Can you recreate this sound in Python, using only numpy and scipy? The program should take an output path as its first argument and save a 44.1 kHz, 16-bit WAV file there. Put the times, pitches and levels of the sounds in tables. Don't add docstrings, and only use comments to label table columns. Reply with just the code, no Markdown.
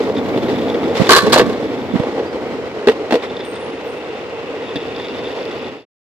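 import sys
import numpy as np
from scipy import signal
from scipy.fft import rfft, irfft
from scipy.io import wavfile

SR = 44100
rng = np.random.default_rng(int(sys.argv[2]) if len(sys.argv) > 2 else 0)


def unload_wav(signal):
    wavfile.write(
        sys.argv[1],
        SR,
        np.round(np.clip(np.atleast_2d(signal).T, -1, 1) * 32767).astype(np.int16),
    )


N = 272097
TIME = np.arange(N) / SR
FREQ = np.fft.rfftfreq(N, 1 / SR)


# frequency in Hz, density in dB per Hz.
BREEZE_SPECTRUM = [(20, -27.5), (45, -12), (70, -1.5), (140, 0.5), (220, -14.5), (2000, -110)]
BREEZE_DB = -48
# frequency in Hz, density in dB per Hz.
THUMP_SPECTRUM = [(20, -23), (60, -22.5), (120, -6), (180, -1.5), (240, 6), (330, -7.5), (600, -16),
                  (2000, -60)]
# start in seconds, level in dB,
# length in seconds, left-minus-right gain in dB (on top of the ports' own tilt).
THUMPS = [(0.997, -14.5, 0.012, -17.5), (1.013, -15.5, .011, -20.5), (1.225, -28.5, 0.03, -22),
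          (1.269, -27, 0.025, -21), (1.347, -28, 0.19, -13), (1.93, -22.5, 0.042, -17),
          (1.996, -19, 0.01, -14), (3.115, -22, 0.035, 2), (4.756, -27, 0.015, 1)]
# start in seconds, length in seconds, start in Hz, end in Hz, level in dB.
WHISTLES = [(2.253, 0.12, 4830, 4820, -54.5), (3.434, 0.25, 9060, 8480, -54.5),
            (3.58, 0.28, 9800, 9400, -64), (3.86, 0.26, 9100, 8700, -65), (3.425, 0.24, 13750, 13480, -70),
            (3.823, 0.25, 14220, 14080, -70)]

# frequency in Hz, density in dB per Hz.
SAND_SPECTRUM = [(3000, -29), (4400, 3), (5150, -1), (5600, -10), (7500, -32), (10000, -42), (11700, -18),
                 (14500, -38)]
# start in seconds, end in seconds, level in dB.
SANDY_STRETCH = (4.7, 5.86, -52)
# frequency in Hz, density in dB per Hz.
POPS_SPECTRUM = [(300, -25), (700, 2), (1500, -2), (2500, -7.5), (4000, -23.5), (9000, -49.5)]
POPS_DB, POPS_FOLLOW, POPS_PER_S = -43.5, 0.9, 320

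# frequency in Hz before the pitch factor, level in dB, t60 in seconds.
WASHER_MODES = [(1900, -16, .015), (2700, -16, .008), (3370, -6, .005), (3550, -1.5, .008),
                (3800, -5, .005), (4250, -13, .004), (5150, -17, .003)]
# start in seconds, end in seconds, level in dB.
CHATTERS = [(0, 0.192, -50), (.318, 1.48, -44), (1.5, 2.05, -49.5), (3.15, 3.425, -48),
            (3.53, 4.504, -51.5), (4.54, 4.9, -45), (4.934, 5.343, -42), (5.402, 5.8, -44)]
CHATTER_RISE_S, CHATTER_FALL_DB_PER_S = 0.023, 38
CHATTER_PER_S = 150
# start in seconds, peak level in dB before TICK_DB is added.
TICKS = [(0.0174, -29.5), (0.0493, -31), (0.1491, -34), (0.165, -27), (0.1814, -27), (0.2563, -34),
         (0.3706, -28), (0.4189, -31), (0.4798, -34), (0.5571, -31), (0.5846, -27), (0.6175, -29.5),
         (0.6794, -28), (0.6964, -26), (0.7412, -25), (0.836, -32), (0.9517, -30), (0.9592, -26.5),
         (1.047, -24), (1.068, -19), (3.2226, -29.5), (3.2331, -32), (3.2545, -33), (3.2964, -31),
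         (3.365, -28), (3.391, -31), (3.4028, -28), (3.4466, -34), (3.5414, -35), (3.5618, -32),
         (3.6122, -34), (4.6334, -35), (4.7062, -32), (4.7566, -24.5), (4.7612, -24), (4.8125, -33.5),
         (4.946, -33), (4.995, -25.5), (5.0439, -27), (5.255, -29), (5.2664, -28.5), (5.5084, -29.5)]
TICK_DB, TICK_T60_S = 1.5, 0.045

# frequency in Hz before detuning, level in dB, t60 in seconds.
STEEL_MODES = [(382, 1.5, 0.069), (1066, -5, .2), (1120, 2, .2), (1180, -5, 0.2), (1250, -13, .12),
               (1375, -14.5, .15), (1470, -12, .2), (1511, -4.5, .2), (1563, -4, .22), (1630, -3, .13),
               (1720, -8.5, .15), (1755, -4, .22), (1960, -11.5, .11), (2110, -10, .08), (2950, -13, .1),
               (3284, -11.5, .14), (3430, -11.5, .12), (3945, -8, .13), (4100, -4.5, .13),
               (4220, -7.5, .11), (4400, -10.5, .09), (4450, -7.5, .13), (4670, -11.5, .08)]
DETUNE = 0.005
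# frequency in Hz, density in dB per Hz.
CLASH_SPECTRUM = [(150, -25.5), (400, 6), (750, -3), (1150, 2.5), (1750, -1), (2400, -7.5), (4300, -2),
                  (5500, -9.5), (8000, -13.5), (12500, -22.5), (14500, -23.5)]
# start in seconds, ring level in dB, clash level in dB,
# brightness of the ring in dB per octave.
RATTLES = [(1.091, -2, -11, -2.5), (1.105, -8, -4.5, 1), (1.117, -10, -3, 5), (1.131, -1.5, -7.5, -1),
           (1.149, -7.5, -9.5, 2.5), (1.162, -9.5, -6, 0), (1.172, -14, -11, 1.5), (1.183, -9.5, -13, -1.5),
           (1.203, -19.5, -22, 1), (1.219, -23.5, -22, 1), (1.235, -22, -27.5, -1), (1.248, -24.5, -29, 1),
           (1.265, -20.5, -27.5, -0.5), (1.297, -23.5, -27, -3.5), (1.322, -12, -19, 7.5),
           (1.3257, -10.5, -13.5, 6.5), (1.33, -14.5, -6.5, 7), (1.34, -18, -11.5, 0.5),
           (1.352, -18, -17.5, 0.5), (1.374, -13, -19.5, 0), (1.383, -21.5, -14.5, 4.5),
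           (1.397, -15.5, -22.5, -0.5), (1.461, -27.5, -35, -4), (1.494, -25, -34.5, -6.5),
           (1.527, -32.5, -38, 1.5)]
# ring level of the contact in dB, share of the old ring that is left.
CHOKE = [(-27.5, 0.78), (-6, 0.41)]

# frequency in Hz before the pitch factor, level in dB, t60 in seconds.
DECK_MODES = [(260, -16, 0.12), (325, -9, 0.051), (415, -6, 0.019), (467.7, 4.5, 0.067), (532, -5, 0.015),
              (688, -8, 0.031), (843, -13.5, 0.027)]
# frequency in Hz before the pitch factor, level in dB, t60 in seconds.
AXLE_MODES = [(659, 2, 0.058), (867, 0.5, 0.045), (975, -1.5, 0.037), (1262, -5.5, 0.034),
              (1593, -6.5, 0.037), (1755, -4.5, .04), (1935, -3.5, 0.045), (2750, -5, .035),
              (2893, -9.5, .035), (3500, -3.5, 0.021), (3570, -7.5, 0.022), (4350, -9.5, .02)]
# frequency in Hz, density in dB per Hz.
CRACK_SPECTRUM = [(100, -16), (350, 8.5), (650, 2), (900, -4.5), (1600, -8), (2800, -7), (4000, -9),
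                  (6000, -21), (9000, -30.5), (14500, -36.5)]
# start in seconds, deck level in dB, crack level in dB, axle ping level in dB,
# deck pitch as a factor.
KNOCKS = [(.004, -2, -21, -28, 0.97), (.097, -6.5, -28.5, -25, 1.03), (.259, -22, -26.5, -26, .8),
          (.375, -7, -21.5, -21, 0.83), (.484, -6, -24.5, -26, 0.81), (.628, -12, -28, -29, 0.88),
          (.745, -11, -26.5, -28.5, 1.02), (.953, -6, -20.5, -26, 1.01), (.97, -12, -23, -25.5, 1.11),
          (1.093, -11, -10.5, -14, 0.95), (1.107, -1, -5.5, -8, 0.87), (1.143, -9, -22, -24, 0.81),
          (1.163, -10, -14.5, -15.5, 1.04), (1.184, -12, -20, -19, .94), (1.266, -6.5, -19, -20, .9),
          (1.28, -13, -21, -21, 0.93), (1.326, -14, -17, -16, .62), (1.338, -7, -6.5, -11.5, 0.57),
          (1.3594, 0, -6.5, -8.5, 1.13), (1.365, -5, -10, -14.5, 1.35), (1.378, -9, -5.5, -13.5, 1.3),
          (1.3945, 1.5, -7, -4.5, 1.04), (1.401, -4, -10.5, -10, 1.42), (1.4125, -3, -12.5, -13.5, 1.02),
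          (1.498, -10, -26.5, -26, 0.92), (1.962, -12, -27, -26, 0.804), (1.997, -13, -25, -23.5, 1),
          (2.034, -8.5, -29.5, -22, 1.05), (2.196, -8.5, -33, -25, .96), (2.872, 4.5, -10, -8.5, 0.89),
          (2.885, 5, -10.5, -6.5, 0.96), (2.896, -11, -14, -16, 0.93), (2.917, -19, -20.5, -25.5, 1),
          (3.108, -7, -13.5, -14.5, 0.98), (3.123, -4.5, -12, -12.5, .7), (3.128, -8.5, -14.5, -12.5, 1.53),
          (3.14, 2, -12.5, -13.5, 1), (3.154, 0, -13.5, -17.5, 1.01), (4.7565, -10.5, -21, -25, 0.6)]

# frequency in Hz, density in dB per Hz.
SWISH_SPECTRUM = [(900, -62.5), (1700, -29.5), (2300, -5), (2700, 4), (3100, -7), (3500, -24), (7000, -28),
                  (11000, -71)]
# start in seconds, end in seconds, level in dB.
SMOOTH_STRETCH = (1.6, 6.3, -42.5)
SWISH_RISE_S = 3.2
# middle in seconds, length in seconds, gain in dB.
ROUGH_SPOTS = [(.018, .033, 1.5), (0.038, .025, 4.5), (.135, .03, -5), (0.182, .03, 2), (.215, .06, -3),
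               (0.438, .03, 3.5), (0.506, 0.048, 6.5), (0.538, 0.057, 3.5), (.583, .028, 4),
               (.698, .027, 2.5), (.752, 0.032, 2), (.97, .02, 2), (1.074, .018, 4), (1.97, 0.064, 5),
               (2.032, 0.054, 3), (2.086, .028, 2), (2.403, 0.033, 0), (3.235, 0.079, 6.5), (3.56, .035, 3),
               (5.516, .023, 5)]
# time in seconds, deck drone in dB, coarse rumble in dB.
PAVEMENT = [(0.0, -21.5, -26), (0.389, -23.5, -21.5), (0.86, -21.5, -24.5), (1.22, -21.5, -27.5),
            (1.33, -21, -18), (1.59, -24.5, -26.5), (1.9, -28, -26.5), (2.1, -23.5, -32),
            (2.49, -27.5, -30.5), (3.06, -27, -42), (3.29, -28.5, -34.5), (4.08, -29.5, -41),
            (4.78, -29, -37.5), (5.15, -28.5, -33), (5.38, -26.5, -40.5), (5.55, -30, -35.5)]
DRONE_DB, RUMBLE_DB = 1.48, -1.34
SCRAPE_DB, SCRAPE_FOLLOW = -37.5, 0.14
HISS_DB, HISS_FOLLOW = -45, 0.67
# start of the rise in seconds,
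# start of the fall in seconds, scrape level in dB, hiss level in dB (neither reached in full, as the fall
FLARE = (0.93, 0.9, -25, -27)
FLARE_RISE_S, FLARE_FALL_DB_PER_S = 0.048, 31
FIZZ_DB, FIZZ_FOLLOW, FLARE_FIZZ_DB = -69, 1.45, -48
# frequency in Hz, density in dB per Hz.
DRONE_SPECTRUM = [(120, -27.5), (200, -13), (247, -11.5), (376, -1.5), (489, 2), (564, -4), (668, -8),
                  (739, -11), (846, -11), (1120, -18.5), (1280, -25), (1500, -21.5), (1950, -36.5),
                  (3300, -120)]
# frequency in Hz, density in dB per Hz.
RUMBLE_SPECTRUM = [(20, -35), (45, -25), (85, -6.5), (170, -5), (250, 5), (320, 2), (420, -4.5),
                   (800, -23.5), (2000, -67)]
# frequency in Hz, density in dB per Hz.
SCRAPE_SPECTRUM = [(400, -14), (800, 5.5), (1350, 3.5), (1720, -1), (1900, 4.5), (2150, 1.5), (2650, -5),
                   (3100, -3.5), (3900, -16), (5500, -31), (9000, -72)]
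# frequency in Hz, density in dB per Hz.
HISS_SPECTRUM = [(1000, -8), (2000, 1), (3000, 0), (3600, -0.5), (4150, 1), (4700, -3), (5300, -4),
                 (6300, -10.5), (7400, -12.5), (9500, -21.5), (11000, -23.5), (12500, -22.5),
                 (14500, -37.5)]
# frequency in Hz, density in dB per Hz.
FIZZ_SPECTRUM = [(7000, -32), (10000, -10.5), (11800, 4.5), (14500, 0.5)]

# frequency in Hz, left-right likeness from 0 to 1.
PORT_LIKENESS = [(60, 0.5), (130, 0.52), (230, 0.98), (460, 0.99), (900, 0.86), (1400, 0.38), (2000, 0.49),
                 (3300, 0.25), (4500, 0.07), (14000, .05)]
# frequency in Hz, radians by which left leads (negative: right leads).
PORT_LEAD = [(100, -0.6), (500, -0.26), (1100, -0.43), (1800, -1.63), (2400, -0.9), (3200, -1.46),
             (5000, -2)]
# frequency in Hz, left-minus-right level in dB.
PORT_TILT = [(60, -1), (130, -2), (280, 0), (1000, -0.5), (2000, 0.5), (3100, 3), (3800, -2.5), (4700, -4),
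             (6000, -5.5), (7200, -4.5), (8200, -5.5), (12000, 3.5)]
LOW_CUT_HZ, EDGE_HZ = 60, 14600
GAIN_DB, CEILING = 2.5, 1.05
FADE_START_S, FADE_END_S = 5.666, 5.853


def amp(db):
    return 10 ** (np.asarray(db) / 20)


def unit(x):
    return x / np.sqrt(np.mean(x ** 2) + 1e-20)


def read(points, hz):
    f, value = np.transpose(points)
    return np.interp(np.log(hz + 1), np.log(f + 1), value)


def add(mix, s, sound):
    part = mix[..., max(round(s * SR), 0):][..., :sound.shape[-1]]
    part += sound[..., :part.shape[-1]]


def colour(x, spectrum):
    return irfft(rfft(x) * amp(read(spectrum, FREQ)), N)


def keep_level(x, spectrum):
    return colour(x, spectrum) / np.sqrt(np.mean(amp(read(spectrum, FREQ)) ** 2))


def wander(hz):
    noise = rfft(rng.standard_normal(N))
    return unit(irfft(noise / (1 + (FREQ / hz) ** 4), N))


def spell(start, end, rise_s, fall_db_per_s):
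    rise = np.clip((TIME - start) / rise_s, 0, 1)
    return rise * amp(-fall_db_per_s * np.maximum(TIME - end, 0))


def ring(modes, scatter=0., pitch=0.98, length=SR // 2):
    hz, db, t60 = np.transpose(modes)[:, :, None]
    t = TIME[:length]
    weight = amp(db) * (1 + scatter * rng.standard_normal(hz.shape))
    weight[1::2] *= -1
    partials = weight * amp(-60 * t / t60) * np.sin(2 * np.pi * hz * pitch * t)
    return partials.sum(0) / np.linalg.norm(amp(db))


def burst(t60):
    t = TIME[:SR // 3]
    return rng.standard_normal((2, len(t))) * amp(-60 * t / t60) * (1 - np.exp(-t / 0.00097))


def grit(per_s, spread_db):
    size = amp(spread_db * np.minimum(rng.exponential(1, N), 5))
    return size * (rng.random(N) < per_s / SR) * rng.choice([-1, 1], N)


def ports(pair):
    a, b = rfft(pair)
    same = np.clip(read(PORT_LIKENESS, FREQ), 0, 1)
    right = same * a + np.sqrt(1 - same ** 2) * b
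    right = right * np.exp(-1j * read(PORT_LEAD, FREQ))
    lean = amp(read(PORT_TILT, FREQ) / 2)
    return irfft(np.array([a * lean, right / lean]), N)


def breeze():
    air = unit(colour(rng.standard_normal((2, N)), BREEZE_SPECTRUM))
    return ports(amp(BREEZE_DB) * air)


def thumps():
    out = np.zeros((2, N))
    low_noise = ports(colour(rng.standard_normal((2, N)), THUMP_SPECTRUM))
    for s, db, length, pan_db in THUMPS:
        window = signal.windows.tukey(int(length * SR), 0.7)
        thump = unit(window * low_noise[:, round(s * SR):][:, :len(window)])
        add(out, s, amp([[db + pan_db / 2], [db - pan_db / 2]]) * thump)
    return out


def whistles():
    out = np.zeros(N)
    for s, length, start_hz, end_hz, db in WHISTLES:
        u = np.linspace(0, 1, int(length * SR))
        glide = np.interp(u ** 0.35, [0, 1], [start_hz, end_hz])
        hz = glide * (1 + 0.014 * wander(hz=450)[:len(u)])
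        flutter = amp(4 * wander(hz=110)[:len(u)])
        swell = np.minimum(u / 0.12, 1) * (1 - u) ** 1.5 * flutter
        add(out, s, amp(db) * unit(swell * np.sin(2 * np.pi * np.cumsum(hz) / SR)))
    return out * amp([[-1], [1]])


def sand():
    start, end, db = SANDY_STRETCH
    crush = amp(4 * wander(hz=120))
    grains = np.array([grit(per_s=1800, spread_db=6.0) for _ in range(2)]) * crush
    gain = amp(db) * spell(start, end, rise_s=0.24, fall_db_per_s=29)
    return ports(unit(colour(grains, SAND_SPECTRUM)) * gain)


def crackle():
    rumble = rolling_gains()[1]
    snap = burst(t60=0.012)[:, :SR // 50]
    clumps = amp(3 * wander(hz=18))
    grains = grit(per_s=POPS_PER_S, spread_db=2.5) * clumps
    pops = unit(colour(signal.fftconvolve(grains[None], snap, axes=1)[:, :N], POPS_SPECTRUM))
    return ports(amp(POPS_DB) * pops * (rumble / rumble.mean()) ** POPS_FOLLOW)


def chatter():
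    rate = CHATTER_PER_S * amp(3 * wander(hz=90))
    bounces = np.floor(np.cumsum(rate) / SR)
    strength = amp(3.5 * np.clip(rng.standard_normal(N), -2, 1.3))
    taps = np.diff(bounces, prepend=bounces[0]) * strength
    decay = np.exp(-1 / (0.0025 * SR))
    contact = signal.lfilter([1], [1, -decay], taps) * rng.standard_normal(N)
    spells = [amp(db) * spell(start, end, CHATTER_RISE_S, CHATTER_FALL_DB_PER_S)
              for start, end, db in CHATTERS]
    pings = unit(signal.oaconvolve(contact, ring(WASHER_MODES))[:N]) * np.max(spells, axis=0)
    for s, db in TICKS:
        tick = signal.fftconvolve(burst(t60=TICK_T60_S)[0], ring(WASHER_MODES, length=SR // 20))
        add(pings, s, amp(db + TICK_DB) * tick / abs(tick).max())
    return np.array([np.roll(pings, 1), pings])


def drain_cover():
    steel, clash = np.zeros((2, N)), np.zeros((2, N))
    for s, ring_db, clash_db, bright_db in RATTLES:
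        modes = [(hz * (1 + DETUNE * rng.standard_normal()), db + bright_db * np.log2(hz / 1500), t60)
                 for hz, db, t60 in STEEL_MODES]
        left_over = np.interp(ring_db, *np.transpose(CHOKE))
        steel *= np.interp(TIME, [s - 0.003, s], [1, left_over])
        rings = np.array([ring(modes, scatter=0.4, pitch=1, length=SR // 3) for _ in range(2)])
        add(steel, s, amp(ring_db) * rings)
        add(clash, s, amp(clash_db) * burst(t60=0.075))
        add(clash, s, amp(clash_db + 6) * burst(t60=0.014))
    clash *= amp(2 * wander(hz=450))
    return ports(steel + keep_level(clash, CLASH_SPECTRUM))


def knocks():
    boom, crack, ping = np.zeros(N), np.zeros((2, N)), np.zeros((2, N))
    give = 1 - np.exp(-TIME[:SR // 6] / 0.0013)
    for s, deck_db, crack_db, ping_db, pitch in KNOCKS:
        deck = give * ring(DECK_MODES, scatter=0.07, pitch=pitch, length=len(give))
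        add(boom, s, amp(deck_db - 1.0) * deck)
        add(crack, s, amp(crack_db - 7) * burst(t60=0.09))
        add(crack, s, amp(crack_db + 6) * burst(t60=0.01))
        axle = np.array([ring(AXLE_MODES, scatter=0.29, length=SR // 10) for _ in range(2)])
        add(ping, s, amp(ping_db) * axle)
    booms = np.array([np.roll(boom, 3), boom])
    return booms + ports(keep_level(crack, CRACK_SPECTRUM) + ping)


def swish():
    start, end, db = SMOOTH_STRETCH
    gain = amp(db) * spell(start, end, SWISH_RISE_S, fall_db_per_s=30)
    return gain * unit(colour(rng.standard_normal((2, N)), SWISH_SPECTRUM))


def rough_spots():
    db = np.zeros(N)
    for s, length, tread_db in ROUGH_SPOTS:
        add(db, s - length / 2, tread_db * np.hanning(int(length * SR)))
    return amp(db)


def rolling_gains():
    s, *levels = np.transpose(PAVEMENT)
    shake_db, coarse_db = (np.interp(TIME, s, db) for db in levels)
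    excess_db = shake_db - shake_db.mean()
    start, end, flare_scrape_db, flare_hiss_db = FLARE
    flare = spell(start, end, FLARE_RISE_S, FLARE_FALL_DB_PER_S)
    scrape = np.hypot(amp(SCRAPE_DB + SCRAPE_FOLLOW * excess_db), amp(flare_scrape_db) * flare)
    hiss = np.hypot(amp(HISS_DB + HISS_FOLLOW * excess_db), amp(flare_hiss_db) * flare)
    return amp(shake_db + DRONE_DB), amp(coarse_db + RUMBLE_DB), scrape, hiss


def rolling():
    drone, rumble, scrape, hiss = rolling_gains()
    patches = amp(0.97 * wander(hz=25))
    scuffs = amp(0.72 * wander(hz=130))
    coarse = np.array([grit(per_s=3500, spread_db=2.5) for _ in range(2)]) * patches
    fine = np.array([grit(per_s=12000, spread_db=2.0) for _ in range(4)]) * patches * scuffs
    pebbles = np.array([grit(per_s=360, spread_db=2.5) for _ in range(2)]) * patches
    body = amp(-3) * unit(colour(coarse, DRONE_SPECTRUM))
    body += amp(-7) * unit(signal.oaconvolve(pebbles, ring(DECK_MODES)[None])[:, :N])
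    low = unit(colour(rng.standard_normal((2, N)) * patches, RUMBLE_SPECTRUM))
    tread = scrape * unit(colour(fine[:2], SCRAPE_SPECTRUM))
    tread += hiss * unit(colour(fine[2:], HISS_SPECTRUM))
    dust = amp(FIZZ_DB) * (rumble / rumble.mean()) ** FIZZ_FOLLOW
    dust += amp(FLARE_FIZZ_DB) * spell(*FLARE[:2], FLARE_RISE_S, fall_db_per_s=90)
    fizz = dust * unit(colour(fine[:2], FIZZ_SPECTRUM))
    return ports(drone * body + rumble * low + fizz + tread * rough_spots() + swish())


def scene():
    background = breeze() + thumps() + whistles()
    loose = sand() + crackle() + chatter()
    return background + loose + drain_cover() + knocks() + rolling()


def record(dry):
    lean = signal.lfilter(*signal.butter(2, LOW_CUT_HZ, "high", fs=SR), dry)
    clipped = np.clip(amp(GAIN_DB) * lean, -CEILING, CEILING)
    faded = clipped * np.interp(TIME, [FADE_START_S, FADE_END_S], [1, 0])
    low_pass = signal.firwin(511, EDGE_HZ, window=("kaiser", 8), fs=SR)
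    return signal.oaconvolve(faded, low_pass[None], "same")


dry = scene()
out = record(dry)
unload_wav(out)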